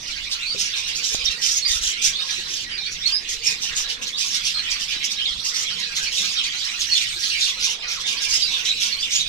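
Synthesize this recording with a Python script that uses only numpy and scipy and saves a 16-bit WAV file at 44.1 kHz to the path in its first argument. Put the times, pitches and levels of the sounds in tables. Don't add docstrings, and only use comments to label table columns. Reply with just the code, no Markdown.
import sys
import numpy as np
from scipy import signal
from scipy.fft import rfft, irfft
from scipy.io import wavfile
from scipy.ndimage import uniform_filter1d

SR = 44100
rng = np.random.default_rng(int(sys.argv[2]) if len(sys.argv) > 2 else 0)


def dump_mix(stems):
    frames = np.atleast_2d(stems).T
    limited = np.clip(frames, -1, 1)
    pcm = np.round(limited * 32767).astype(np.int16)
    wavfile.write(sys.argv[1], SR, pcm)


N = 409248

# frequency_hz, likeness (0-1)
PORT_LIKENESS = [(40, 0.59), (200, 0.99), (440, 0.64), (730, 0.45), (1200, 0.14)]


def gain_of(db):
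    return 10 ** (np.asarray(db) / 20)


def evened(x):
    return x / np.sqrt(np.mean(x ** 2) + 1e-20)


def read(points, hz):
    f, value = np.transpose(points)
    return np.interp(np.log(hz + 1), np.log(f + 1), value)


def wander(length, smooth):
    once = uniform_filter1d(rng.standard_normal(length), int(smooth))
    return evened(uniform_filter1d(once, int(smooth)))


def add(mix, s, sound, pan_db):
    late = rng.integers(2, 21)
    for side, shift, sign in zip(mix, (0, late), (1, -1)):
        part = side[round(s * SR) + shift:][:len(sound)]
        part += gain_of(sign * pan_db / 2) * sound[:len(part)]


def resonate(x, hz, width):
    r = np.exp(-np.pi * width / SR)
    pole = [1, -r * np.exp(2j * np.pi * hz / SR)]
    once = signal.lfilter([1], pole, x)
    return evened(signal.lfilter([1], pole, once).real)


def noise(tone, same, patchy_db, size):
    hop = size // 4
    hz = np.fft.rfftfreq(size, 1 / SR)
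    a, b, c, d, patches = rng.standard_normal((N // hop + 5, len(hz), 5)).T
    patches = uniform_filter1d(patches, 6, axis=0)
    patches = evened(uniform_filter1d(patches, 12, axis=1))
    like = np.clip(read(same, hz), -1, 1)[:, None]
    left, other = a + 1j * b, c + 1j * d
    z = np.array([left, like * left + np.sqrt(1 - like ** 2) * other])
    z *= gain_of(read(tone, hz)[:, None] + patchy_db * patches)
    return evened(signal.istft(z, nperseg=size, noverlap=size - hop)[1][:, :N])


def aviary(x):
    # frequency_hz, t60_s
    decay_times = [(1000, .25), (3000, .16), (8000, .09)]
    taps = np.zeros((2, 16000))
    at = np.arange(120, 15960, 20) + rng.integers(0, 20, (2, 792))
    np.put_along_axis(taps, at, rng.choice([-1., 1.], at.shape), axis=1)
    hz, t, z = signal.stft(taps, SR, nperseg=256)
    decay = gain_of(-60 * t / read(decay_times, hz)[:, None])
    tail = signal.istft(z * decay, SR, nperseg=256)[1]
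    return signal.fftconvolve(x, tail / np.linalg.norm(tail[0]), axes=1)[:, :N]


def whistle(length, pitch, rough, overtone_db=-26):
    u = np.linspace(0, 1, int(length * SR))
    a, b, c = pitch
    hz = a * (1 - u) * (1 - 2 * u) + 4 * b * u * (1 - u) + c * u * (2 * u - 1)
    hz *= 1 + (.008 + .035 * rough) * wander(len(u), 130)
    turn = 2 * np.pi * np.cumsum(hz) / SR
    tone = np.sin(turn) + gain_of(overtone_db) * np.sin(2 * turn)
    shake = gain_of((4 + 4 * rough) * np.tanh(wander(len(u), 70)))
    return evened(tone * shake * np.sin(np.pi * u) ** .5)


def far_birds(count=900):
    # start_s, level_db, tilt_db_per_octave
    course = [(0, -29, 2), (.6, -29, 3), (2.3, -28, 3), (2.75, -31.5, 1.5), (3.4, -30.5, 2.5),
              (3.8, -27, 2), (3.98, -31.5, 0), (4.14, -32.5, 3.5), (4.3, -27, 4), (5.4, -28.5, 2.5),
              (6.4, -26, 2.5), (7.4, -26.5, 6), (7.8, -30.5, -1), (8.4, -26, 4.5), (9.28, -29, 3.5)]
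    # frequency_hz, level_db
    flock_spectrum = [(410, -48), (700, -13), (1540, -10), (2450, -0.5), (5010, -8), (5900, -8.5),
                      (8480, -20.5), (9490, -30.5), (10200, -34), (14000, -33)]
    notes = np.zeros((2, N))
    for when, low, long, a, c, loud, pan in rng.random((count, 7)):
        hz = 950 * 2 ** (2.7 * low ** .65)
        pitch = (hz * (.8 + 0.3006 * a), hz, hz * (.8 + 0.301 * c))
        note = whistle(.015 + .04 * long, pitch, rough=0.926)
        add(notes, when * N / SR, gain_of(read(flock_spectrum, hz) + 3.5 * loud) * note, 8 * (pan - .5))
    warble = evened(aviary(notes) + 1.23 * notes)
    flock = warble + gain_of(-2.5) * noise(flock_spectrum, PORT_LIKENESS, 4.23, size=512)
    hz, t, z = signal.stft(flock, SR, nperseg=512)
    s, db, tilt = np.transpose(course)
    octaves = np.log2((hz[:, None] + 1) / 3000)
    z *= gain_of(np.interp(t, s, db) + np.interp(t, s, tilt) * octaves)
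    return signal.istft(z, SR, nperseg=512)[1][:, :N]


def rumble():
    # frequency_hz, level_db
    rumble_spectrum = [(12, -30), (20, 4), (40, -5), (97, -7), (189, -4.5), (300, -9), (510, -11),
                       (659, -12.5), (1010, -36), (1200, -6.5), (1560, -47), (2640, -120)]
    return gain_of(-50.5) * noise(rumble_spectrum, PORT_LIKENESS, 2.9, size=2048)


def flutter():
    # time_s, level_db
    flutter_levels = [(0, -74), (1.2, -51.5), (2, -60), (3.6, -60.5), (4, -51), (4.4, -65.5), (6.2, -55),
                      (6.6, -73), (7.4, -71), (7.6, -53.5), (9.28, -57.5)]
    t = np.arange(N) / SR
    throb = 1 + 0.32 * np.sin(2 * np.pi * 16.0 * t)
    beating = evened(throb * resonate(rng.standard_normal(N), 488, 107))
    return gain_of(np.interp(t, *np.transpose(flutter_levels))) * beating


def squeal(hz, length, spread):
    bend = 2 * np.tanh(.2 * wander(length, 600) + .25 * wander(length, 79.6))
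    return np.sin(2 * np.pi * np.cumsum(hz * np.exp(spread * bend)) / SR)


def rasp(length, beak_hz, throat_db, crest, pulse_hz=300, jitter=0.404, breath=0.74):
    n = int((length + .03) * SR)
    turns = np.cumsum(pulse_hz * np.exp(jitter * wander(n, 118.5))) / SR
    pulses = .3 + np.sin(np.pi * turns) ** 2 * gain_of(4 * np.tanh(wander(n, 150)))
    turbulence = pulses * rng.standard_normal(n)
    beak = evened(pulses * squeal(beak_hz * 1.1, n, .2))
    beak += breath * resonate(turbulence, beak_hz * 1.128, 3320)
    throat = evened(pulses * squeal(beak_hz * .62, n, 0.27))
    throat += breath * resonate(turbulence, beak_hz * 0.71, 2700)
    hiss = resonate(turbulence, 10900, 5900)
    t = np.arange(n) / SR
    edges = np.clip(t / .02, 0, 1) * np.clip((t[-1] - t) / .035, 0, 1)
    swell = edges * gain_of(-11 * abs(t / length - crest) + 2 * np.tanh(wander(n, 470)))
    return (beak + gain_of(throat_db) * throat + gain_of(-22.5) * hiss) * swell


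def near_rasps():
    # start_s, length_s, level_db, throat_to_beak_db
    rasp_calls = [(0.068, 0.059, -32.5, -16), (0.297, 0.059, -27, -2), (0.573, 0.095, -21.5, -9),
                  (.753, .058, -25.5, -2), (.865, 0.046, -29.5, 0.5), (0.947, 0.055, -24.5, -18),
                  (1.019, .11, -23, -10), (1.117, 0.054, -24, -7), (1.237, 0.038, -24.5, -13),
                  (1.301, 0.033, -27, -5), (1.411, .11, -19.5, -8), (1.505, 0.05, -22, -18),
                  (1.553, 0.039, -20, -9), (1.671, 0.11, -20.5, -9), (1.81, 0.11, -20, -8.5),
                  (2.012, 0.09, -17, -8.5), (2.25, 0.17, -31, -2.5), (2.47, .17, -29, -5.5),
                  (2.903, 0.057, -31, -17), (3.059, 0.059, -27, -1), (3.277, 0.073, -23, -8.5),
                  (3.433, .1, -21.5, -9), (3.604, .1, -27.5, -9), (3.749, 0.081, -21, -8.5),
                  (3.88, 0.065, -29, -1.5), (4.015, 0.033, -26.5, -5), (4.062, 0.035, -27.5, -0.5),
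                  (4.177, 0.077, -23.5, -4.5), (4.239, 0.1, -25.5, -8), (4.333, 0.047, -21, -6.5),
                  (4.429, 0.087, -24, -4), (4.699, 0.041, -22.5, -22), (4.787, 0.063, -26, -9.5),
                  (4.88, 0.074, -31, 1), (5.03, .044, -23, -25), (5.1, 0.037, -23, -25),
                  (5.436, 0.072, -22.5, -17), (5.533, .11, -22, -9), (5.788, .045, -29, -3),
                  (5.949, 0.055, -23.5, -2.5), (6.011, .056, -25, -8), (6.111, 0.23, -25, -4.5),
                  (6.427, 0.051, -28, -1), (6.628, 0.064, -29.5, -17), (6.791, .05, -22, -4),
                  (6.924, 0.12, -24.5, 0), (7.179, .14, -28, -4.5), (7.381, 0.13, -25, 0),
                  (7.59, .15, -24.5, -3), (7.877, 0.095, -29, -4), (7.989, 0.032, -26.5, -4),
                  (8.057, 0.087, -25, -0.5), (8.208, 0.057, -22.5, -12), (8.279, .14, -22.5, -13),
                  (8.506, .11, -34, 5), (8.641, .055, -25, -0.5), (8.796, 0.098, -23, -2.5),
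                  (8.997, 0.064, -29, -5), (9.099, .12, -23.5, -3)]
    rasps = np.zeros((2, N))
    for s, length, db, throat_db in rasp_calls:
        beak_hz = 5210 + 25 * (db + 25)
        sound = gain_of(db) * rasp(length, beak_hz, throat_db, crest=0.43)
        add(rasps, s - .005, sound, rng.uniform(0.87, 1))
    return signal.sosfilt(signal.butter(4, 1700, "high", fs=SR, output="sos"), rasps)


def near_chirps():
    # start_s, length_s, level_db, pitch_hz, glide_percent (end minus start), roughness (0-1)
    chirp_calls = [(0.394, 0.076, -32.5, 2630, -21, 0.4), (.451, 0.091, -27, 4530, 8, 0.62),
                   (0.721, .04, -30, 3800, 29, 0.26), (1.189, .039, -30.5, 4980, 2.5, 0.54),
                   (1.245, .04, -31, 3170, 22.5, 0.2), (1.248, 0.017, -19, 5900, -3, 0.75),
                   (1.257, 0.037, -23, 3860, -0.5, .4), (1.539, 0.039, -37, 2200, -11.5, .4),
                   (1.553, .04, -20, 6490, 1, 0.65), (1.616, .032, -25, 4324, -7, 0.04),
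                   (1.649, 0.04, -22.5, 4805, -5.5, .15), (1.688, 0.06, -29, 3630, -3.5, 0.11),
                   (1.818, 0.12, -31.5, 3086, -1.5, 0.67), (2.129, 0.043, -29.5, 3480, 5.5, 0.34),
                   (2.178, 0.061, -29.5, 3700, -3, .3), (2.655, .035, -37.5, 1920, -3, 0),
                   (2.706, 0.07, -33, 4790, 2.5, 0.4), (2.711, .04, -40, 2200, 2, .1),
                   (2.771, .045, -36.5, 2400, -8.5, .2), (2.84, 0.059, -38.5, 2400, 7, 0),
                   (2.777, 0.027, -30, 4150, -5.5, .2), (2.803, 0.06, -34, 3770, -2, 0.42),
                   (2.852, 0.0287, -30, 4440, 4.5, 0.17), (2.941, 0.021, -40, 3800, -2, .2),
                   (2.973, 0.064, -35, 5680, 1, 0.7), (3.016, 0.048, -29.5, 3790, 14.5, 0.2),
                   (3.055, 0.024, -17, 4365, -2.5, 0), (3.12, 0.057, -19, 4984, 3.5, .1),
                   (3.428, 0.096, -31, 2470, 3, 0.54), (3.463, 0.027, -20, 5530, -2.5, 0.2),
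                   (4.121, .05, -31, 3700, 20, 0.46), (4.17, 0.029, -27.5, 4800, -2.5, .2),
                   (4.301, 0.038, -29.7, 5520, -6, 0.74), (4.536, .07, -26, 4330, -0.5, 0.64),
                   (4.661, 0.036, -29, 2380, -7.5, .45), (4.954, .03, -31, 3930, -6.5, 0.24),
                   (5.107, 0.026, -32.5, 3750, -3.5, 0.1), (5.164, .025, -31, 3830, -3.5, .1),
                   (5.187, 0.059, -25, 3194, 0.5, 0.93), (5.246, .034, -23.5, 3760, -11, 0.84),
                   (5.272, .031, -23, 3280, -3, .1), (5.641, 0.057, -32, 3280, 1, 0.6),
                   (5.99, .05, -36, 1600, 3, 0.4), (6.06, 0.026, -28.5, 4400, 6, .1),
                   (6.354, 0.056, -27, 3830, 5.5, 0.6), (6.362, 0.059, -24.5, 3180, -8, 0.36),
                   (6.732, .056, -37, 4080, 5.5, .4), (6.915, .034, -17.5, 4383, -3.5, .4),
                   (6.953, 0.025, -21.5, 3530, -1, 0.66), (7.303, 0.059, -27.5, 2800, 13.5, .5),
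                   (7.344, 0.026, -23.5, 2270, -9, 0.2), (7.411, 0.026, -24, 4100, -13.5, 0.3),
                   (7.484, 0.033, -28, 3420, 7.5, 0.16), (7.622, 0.03, -24, 6060, 3.5, 0.62),
                   (7.664, .062, -29, 2900, 2, 0.5), (7.795, 0.095, -41, 2460, -1.5, .2),
                   (7.877, 0.048, -32.5, 5680, -6.5, .7), (7.955, .04, -40, 1250, -45, .1),
                   (8.015, 0.098, -32, 3600, 2.5, 0.3), (8.12, .022, -30, 2870, -2, 0.2),
                   (8.134, 0.037, -43.5, 1125, 1, 0.2), (8.31, .066, -22, 5190, 0, 0.36),
                   (8.408, 0.047, -21, 4825, 1.5, .1), (8.46, 0.044, -28.5, 4034, -5, 0.67),
                   (8.514, 0.056, -26.5, 3560, -7.5, 0.48), (8.667, 0.062, -21.5, 3950, -8.5, 0.27),
                   (8.925, 0.028, -26, 4310, -11, .2), (8.985, .035, -28, 4760, 11.5, 0.24),
                   (9.017, 0.028, -25, 3550, 1, 0.4), (9.021, 0.031, -29, 3075, -4, .9),
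                   (9.124, 0.069, -21.5, 6800, 5.5, 0), (9.191, 0.04, -26.5, 3830, 5, 0.2)]
    scoop = 0.0404
    chirps = np.zeros((2, N))
    for s, length, db, hz, glide, rough in chirp_calls:
        pitch = hz * (1 + glide / 100 * np.array([-.5, 0, .5]) - [scoop, 0, 0])
        add(chirps, s, gain_of(db) * whistle(length, pitch, rough), rng.uniform(0.46, 1.0))
    return chirps


def knocks():
    # start_s, level_db, pitch_hz, t60_s, left_minus_right_db
    knock_events = [(0.547, -28, 510, 0.05, 4), (.558, -36, 402, 0.17, -2), (1.147, -20, 676, 0.005, -25),
                    (4.813, -42, 200, 0.025, -19), (4.965, -39, 290, 0.014, -27),
                    (5.94, -40, 198, 0.018, -10)]
    out, t = np.zeros((2, N)), np.arange(4000) / SR
    for s, db, hz, t60, pan_db in knock_events:
        tick = 0.3 * np.sin(2 * np.pi * 2.54 * hz * t) * gain_of(-60 * t / t60)
        ring = np.sin(2 * np.pi * hz * t) + tick
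        add(out, s, gain_of(db - 60 * t / t60) * ring, pan_db)
    return out


def beats(start, count, per_s, first_db, last_db):
    return zip(start + np.arange(count) / per_s, np.linspace(first_db, last_db, count))


def whirs():
    # start_s, beats, beats_per_s, first_level_db, last_level_db, pitch_hz
    whir_flights = [(1.118, 2, 8.7, -37, -48, 462), (2.38, 2, 8.4, -41, -45, 360),
                    (3.228, 6, 17.6, -50, -40, 460), (6.231, 1, 17, -48, -48, 368),
                    (7.161, 1, 17, -44, -44, 350)]
    out, t = np.zeros((2, N)), np.arange(4000) / SR
    for *flight, hz in whir_flights:
        for s, db in beats(*flight):
            envelope = np.exp(-((t - .011) / 0.013) ** 2)
            add(out, s, gain_of(db) * np.sin(2 * np.pi * hz * t) * envelope, 0)
    return out


def puffs():
    # start_s, beats, first_level_db, last_level_db
    puff_flights = [(1.12, 4, -45, -37), (1.694, 4, -35.5, -37.5), (5.301, 2, -44, -41)]
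    out, t = np.zeros((2, N)), np.arange(4000) / SR
    for start, count, *levels_db in puff_flights:
        for s, db in beats(start, count, 18.4, *levels_db):
            envelope = np.exp(-((t - .015) / 0.011) ** 2)
            add(out, s, gain_of(db) * np.sin(2 * np.pi * 45 * t) * envelope, 0)
    return out


def scene():
    near = near_rasps() + near_chirps()
    echoes = gain_of(-1) * aviary(near)
    wings = flutter() + whirs() + puffs()
    return near + echoes + far_birds() + rumble() + wings + knocks()


def record(dry):
    # frequency_hz, left_db, right_db
    port_responses = [(60, 4, 5), (700, -4, -4), (1600, -6, -4), (2340, -8.5, -2.5), (3940, -4.5, 2),
                      (4260, -6, 2.5), (5720, -10, 0.5), (7650, -3, -6.5), (8530, 1, -12.5),
                      (9250, -3, -2.5), (10440, -9.5, 1.5), (11200, -5.5, -4), (14700, -4.5, -7)]
    hz, *ports_db = np.transpose(port_responses)
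    bins_hz = np.fft.rfftfreq(N, 1 / SR)
    colour = [gain_of(read(np.transpose([hz, db]), bins_hz)) for db in ports_db]
    heard = irfft(rfft(dry, axis=1) * colour, N, axis=1)
    band_limit = signal.firwin(511, 14400, window=("kaiser", 9), fs=SR)
    return signal.oaconvolve(heard, band_limit[None], "same")


dry = scene()
out = record(dry)
dump_mix(out)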